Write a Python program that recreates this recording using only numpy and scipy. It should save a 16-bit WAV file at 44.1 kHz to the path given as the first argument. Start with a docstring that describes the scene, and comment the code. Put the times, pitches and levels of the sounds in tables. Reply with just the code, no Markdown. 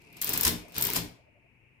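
"""A pawl clicks over its ratchet as the lever of an uncovered mechanical calculator is pulled to its stop
and springs back. Racks and gears rattle, links clack, steel parts knock home and thump the table.
After each stroke a spring quivers faintly over the quiet hiss of the room.
The machine stands on a wooden table in a small room, a little left of a stereo microphone pair."""
import sys
import numpy as np
from scipy import signal
from scipy.fft import rfft, irfft, next_fast_len
from scipy.io import wavfile

SR = 44100
rng = np.random.default_rng(int(sys.argv[2]) if len(sys.argv) > 2 else 0)


def log_audio(samples):
    """Write samples as a 16-bit WAV file to the path given in sys.argv[1]."""
    # one column per channel
    frames = np.atleast_2d(samples).T
    # limit to full scale, then quantise
    limited = np.clip(frames, -1, 1)
    pcm = np.round(limited * 32767).astype(np.int16)
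    wavfile.write(sys.argv[1], SR, pcm)


N = 79380


def amp(db):
    """Decibels to gain."""
    return 10 ** (np.asarray(db) / 20)


def unit(x):
    """Scale to rms 1."""
    return x / np.sqrt(np.mean(x ** 2) + 1e-20)


def along(points, hz):
    """Read (Hz, value) points on a log frequency axis."""
    f, v = np.transpose(points)
    return np.interp(np.log(hz + 1), np.log(f + 1), v)


def bell(x, centre, width):
    """A Gaussian curve of height 1."""
    return np.exp(-.5 * ((x - centre) / width) ** 2)


def fade(t, t60):
    """Free decay, 60 dB down after t60 seconds."""
    return np.exp(-np.log(1000) * t / t60)


def filtered(x, response):
    """Filter x by a gain given as a function of Hz."""
    size = next_fast_len(x.shape[-1] + 8192)
    return irfft(rfft(x, size) * response(np.fft.rfftfreq(size, 1 / SR)), size)[..., :x.shape[-1]]


def add(out, start, sound):
    """Mix a sound in at start seconds."""
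    part = out[:, max(0, round(start * SR)):][:, :sound.shape[-1]]
    part += sound[..., :part.shape[1]]


# Likeness of the two microphones. Each row: frequency in Hz, correlation.
MIC_LIKENESS = [(30, .3), (110, 1), (300, 0.73), (1000, .15), (3000, 0.14), (12000, 0.083)]
def paired(x):
    """Two unrelated signals as the microphone pair hears them: most alike in the bass."""
    def mid_side_gains(hz):
        angle = np.arccos(np.clip(along(MIC_LIKENESS, hz), -1, 1)) / 2
        return np.array([np.cos(angle), np.sin(angle)])
    mid, side = filtered(x, mid_side_gains)
    return np.array([mid + side, mid - side])


def coloured_noise(length, spectrum, envelope=1):
    """Stereo noise of rms 1, shaped by an envelope and then by a (Hz, dB) spectrum."""
    noise = paired(envelope * rng.standard_normal((2, length)))
    return unit(filtered(noise, lambda hz: amp(along(spectrum, hz))))


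# Room tone around the microphones. Each row: frequency in Hz, relative level in dB.
AIR_SPECTRUM = [(25, -16), (48, -8), (120, -5), (165, -11), (330, -13.5), (480, -17), (700, -25.5),
                (900, -20.5), (1300, -28.5), (2000, -22.5), (3900, -44), (16000, -49)]
# A narrow hiss that swells and sinks. Each row: time in seconds, level in dB.
HISS_LEVELS = [(0, -64), (.2, -54.5), (.7, -60.5), (1.2, -69.5), (1.8, -67)]
# Steady tones in the room. Each row: frequency in Hz, level in dB.
ROOM_TONES = [(129, -76), (900, -88), (2476, -80)]
def background(air_db=-67.5, air_left_db=5.5, hiss_hz=2450, hiss_width_hz=303):
    """Quiet room noise, stronger on the left, with a band of hiss and three faint tones."""
    t = np.arange(N) / SR
    air = amp(air_db + air_left_db * np.array([[.5], [-.5]])) * coloured_noise(N, AIR_SPECTRUM)
    hiss = unit(filtered(rng.standard_normal((2, N)), lambda hz: bell(hz, hiss_hz, hiss_width_hz)))
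    hiss *= amp(np.interp(t, *np.transpose(HISS_LEVELS)))
    tones = sum(amp(db) * np.sqrt(2) * np.sin(2 * np.pi * (hz * t + rng.random()))
                for hz, db in ROOM_TONES)
    return air + hiss + tones


# Decay of the small room. Each row: frequency in Hz, t60 in seconds.
ROOM_DECAY = [(80, .42), (250, .42), (600, .52), (1500, .42), (4000, .35), (9000, .3), (12500, .26),
              (16000, .19)]
# Reverberation at the microphones. Each row: frequency in Hz, gain in dB.
ROOM_GAIN = [(60, 9), (200, -1), (1000, -5.5), (4000, -4), (9000, -8), (14000, -4.5)]
def room(x, build_s=.0025):
    """Reflections off the nearby walls build quickly and die sooner in the treble."""
    hz, t, noise = signal.stft(paired(rng.standard_normal((2, SR * 3 // 4))), SR, nperseg=256)
    shape = fade(t, along(ROOM_DECAY, hz)[:, None]) * (1 - np.exp(-(t / build_s) ** 2))
    shape /= np.sqrt((shape ** 2).sum(1, keepdims=True) * t[1] * SR)  # equal energy in every band
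    tail = signal.istft(noise * shape * amp(along(ROOM_GAIN, hz))[:, None], SR, nperseg=256)[1]
    return signal.fftconvolve(x, tail, axes=1)[:, :N]


# The spring after each stroke. Each row: time of the first pulse in seconds, level in dB.
SPRING_QUIVERS = [(0.654, -57), (1.108, -61.5)]
def spring(pulses=5, period_s=.086, width_s=.016, loss_db=1.6, hum_hz=630, width_hz=80):
    """A spring swings to and fro, humming in ever weaker pulses."""
    t = np.arange(N) / SR
    swell = sum(amp(db - loss_db * k) * bell(t, first + k * period_s, width_s)
                for first, db in SPRING_QUIVERS for k in range(pulses))
    hum = filtered(paired(rng.standard_normal((2, N))), lambda hz: bell(hz, hum_hz, width_hz))
    return swell * unit(hum)


# Modes of the table top and base plate. Each row: frequency in Hz, level in dB, t60 in seconds.
TABLE_MODES = [(176, -2, .22), (241, -7, .22), (297, 0, .22), (401, -2, .26), (440, -8, .26),
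               (486, -10, .3), (602, -11, .28)]
def table_ring(t):
    """The wooden table rings in its modes after one push."""
    return sum(amp(db) * fade(t, t60) * np.sin(2 * np.pi * hz * t) for hz, db, t60 in TABLE_MODES)


# Weight shifting on the table. Each row: start in seconds, thud level in dB, table ring level in dB.
TABLE_THUMPS = [(0.277, -45, -41), (0.319, -60, -52.5), (0.456, -24.5, -45.5), (.487, -29.5, -42.5),
                (0.511, -52.5, -38), (.768, -39.5, -46), (.86, -43, -40.5), (.96, -53.5, -40),
                (0.999, -51, -54), (1.031, -40, -44)]
def thumps(attack_s=.005, thud_hz=76.2, thud_t60=.13):
    """The heavy machine rocks with a deep thud and sets the table ringing."""
    out, t = np.zeros((2, N)), np.arange(SR // 2) / SR
    onset = 1 - np.exp(-t / attack_s)
    thud = fade(t, thud_t60) * np.sin(2 * np.pi * thud_hz * t)
    for start, thud_db, ring_db in TABLE_THUMPS:
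        add(out, start, onset * (amp(thud_db) * thud + amp(ring_db) * table_ring(t)))
    return out


# Clacks and pings of the linkage. Each row: start in seconds, pitch in Hz, level in dB.
LINK_CLACKS = [(0.349, 1027, -32), (.418, 930, -32.5), (.451, 5076, -21), (.452, 1028, -29.5),
               (.806, 916, -30.5), (.888, 952, -28), (.962, 997, -27)]
def clacks(attack_s=.00091, t60=.034):
    """A link takes up its play and rings briefly."""
    out, t = np.zeros((2, N)), np.arange(SR // 4) / SR
    shape = (1 - np.exp(-t / attack_s)) * fade(t, t60)
    for start, hz, db in LINK_CLACKS:
        add(out, start, amp(db) * shape * np.sin(2 * np.pi * (hz * t + rng.random())))
    return out


# The lever's two strokes. Each row: time in seconds, gear rattle in dB, frame rumble in dB.
PULL_STROKE = [(0, -70, -67), (.155, -65, -61), (.172, -56, -56), (.21, -60.5, -63.5), (.22, -43.5, -53.5),
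               (.26, -41.5, -53), (.285, -37, -44.5), (.44, -37, -45.5), (.468, -29, -35), (.5, -41, -42),
               (.56, -69.5, -45)]
RETURN_STROKE = [(.68, -73.5, -55), (.738, -55.5, -67), (.758, -43, -54), (.77, -39.5, -42.5),
                 (.86, -37, -46.5), (.925, -39, -45), (.952, -38.5, -46.5), (.966, -31.5, -31.5),
                 (1.0, -41.5, -46), (1.07, -89, -64)]
# Gears and frame at the microphones. Each row: frequency in Hz, relative level in dB.
RATTLE_SPECTRUM = [(300, -15.5), (700, -6), (1000, 5.5), (1450, 5.5), (2500, 8), (5300, 7), (6500, 2),
                   (10500, 0), (12800, -5), (15400, -23), (16400, -22.5)]
RUMBLE_SPECTRUM = [(25, -21), (60, -7), (100, -3), (140, -7), (180, -3), (310, -3), (430, -4), (550, -10),
                   (950, -9), (1500, -24), (4000, -50)]
def gears(stroke, contacts_per_s=900, spread_db=3.5, contact_t60=.0076, shake_db=-5):
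    """Racks and wheels chatter in countless tiny contacts; the frame rumbles and shakes the table."""
    times, rattle_db, rumble_db = np.transpose(stroke)
    t = np.arange(N) / SR
    moving = (t >= times[0]) & (t <= times[-1])
    rattle_gain = moving * amp(np.interp(t, times, rattle_db))
    rumble_gain = moving * amp(np.interp(t, times, rumble_db))
    touches = rng.random(N) < contacts_per_s / SR
    contacts = touches * amp(spread_db * np.clip(rng.standard_normal(N), -2, 2))
    # overlapping contacts add in power
    power = signal.fftconvolve(contacts ** 2, fade(t[:SR // 20], contact_t60) ** 2)[:N]
    rattle = rattle_gain * coloured_noise(N, RATTLE_SPECTRUM, envelope=np.sqrt(np.abs(power)))
    ring = table_ring(t[:SR // 2])
    shake = signal.fftconvolve(rumble_gain * rng.standard_normal(N), ring / np.linalg.norm(ring))[:N]
    rumble = rumble_gain * coloured_noise(N, RUMBLE_SPECTRUM)
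    return rattle + amp(shake_db) * shake + rumble


# Steel parts meeting their stops. Each row: start in seconds, level in dB.
STEEL_KNOCKS = [(0.0177, -63), (.0877, -74), (.1685, -44), (0.2161, -23.5), (.2705, -27), (.278, -31.5),
                (0.3362, -21.5), (0.352, -33), (.4335, -20), (0.4505, -16), (0.4619, -25), (0.4688, -21),
                (0.4754, -23.5), (0.4782, -16.5), (.4915, -26), (0.6823, -52), (.695, -60.5), (0.7453, -44),
                (0.7639, -35), (.823, -20.5), (.852, -27.5), (0.9491, -31), (.9587, -22.5), (.9635, -21.5),
                (.9695, -26.5), (.982, -38)]
# The crack of a blow. Each row: frequency in Hz, relative level in dB.
CRACK_SPECTRUM = [(100, -4.5), (500, -19), (1500, 0), (3000, -2), (5200, 3.5), (6500, 4), (8500, 5.5),
                  (10500, 3.5), (13000, 10), (15500, 3), (16500, -34.5)]
# Modes of the steel frame and levers. Each row: frequency in Hz, level in dB, t60 in seconds.
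STEEL_MODES = [(2175, -11, .4), (2923, -9, .3), (3191, -6, .22), (3290, -7, .22), (3614, -1, .16),
               (4274, -7, .22), (5025, 1, .13), (5315, 2, .15), (7058, -4, .14), (9791, -2, .11),
               (10562, -2, .11), (12689, 0, .13), (14123, 0, .1), (15023, 0, .09)]
def knocks(attack_s=.0001, crack_t60=.033, ring_db=-27, spread_db=1.4):
    """Steel hits its stop with a broad crack, then rings on, differently for each blow."""
    out, t = np.zeros((2, N)), np.arange(SR // 2) / SR
    onset = 1 - np.exp(-t / attack_s)
    for start, db in STEEL_KNOCKS:
        crack = fade(t, crack_t60) * coloured_noise(len(t), CRACK_SPECTRUM)
        ring = np.zeros_like(crack)
        for hz, mode_db, t60 in STEEL_MODES:
            gain = amp(mode_db + spread_db * rng.standard_normal((2, 1)))
            ring += gain * fade(t, t60) * np.sin(2 * np.pi * (hz * t + rng.random((2, 1))))
        add(out, start, amp(db) * onset * (crack + amp(ring_db) * ring))
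    return out


# The pawl dropping over the ratchet's teeth. Each row: start in seconds, level in dB.
PAWL_CLICKS = [(0.1274, -44.5), (0.2144, -21.5), (0.224, -16), (0.2448, -15.5), (0.2927, -12),
               (0.333, -13.5), (0.3755, -11.5), (0.41, -10), (0.4324, -15), (0.7223, -43.5),
               (0.7817, -15.5), (0.8111, -16.5), (0.824, -13), (0.8394, -16), (0.85, -14.5), (0.869, -15.5),
               (0.902, -18.5), (0.9345, -16)]
# Its snap, with no cover between it and the microphones. Each row: frequency in Hz, relative level in dB.
SNAP_SPECTRUM = [(200, -35.5), (1500, -36), (3500, -15.5), (7000, -3), (10500, -3.5), (13000, 7.5),
                 (15200, 7), (16500, -49)]
def pawl(gain_db=-1.5, attack_s=.0003, snap_t60=.01, scatter_db=-13, scatter_t60=.04):
    """Each tooth gives a short bright snap that scatters briefly through the works."""
    out, t = np.zeros((2, N)), np.arange(SR // 8) / SR
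    onset = 1 - np.exp(-(t / attack_s) ** 2)
    decay = np.hypot(fade(t, snap_t60), amp(scatter_db) * fade(t, scatter_t60))
    for start, db in PAWL_CLICKS:
        add(out, start, amp(db + gain_db) * onset * decay * coloured_noise(len(t), SNAP_SPECTRUM))
    return out


# Balance at the microphone pair. Each row: frequency in Hz, left over right in dB.
LEFT_BALANCE = [(30, 1.5), (120, 3), (500, -0.2), (2000, 2.5), (8000, 4.5), (13000, 2.5)]
def scene(left_lead_s=.0002):
    """The calculator in its room, a little nearer the left microphone, which hears it first."""
    machine = pawl() + knocks() + gears(PULL_STROKE) + gears(RETURN_STROKE)
    sound = machine + room(machine) + clacks() + thumps() + spring() + background()
    side = np.array([[.5], [-.5]])
    def placement(hz):
        return amp(along(LEFT_BALANCE, hz) * side) * np.exp(2j * np.pi * hz * left_lead_s * side)
    return filtered(sound, placement)


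def record(dry, top_hz=16600):
    """Both channels are cut off above the band limit."""
    return filtered(dry, lambda hz: hz < top_hz)


dry = scene()
out = record(dry)
log_audio(out)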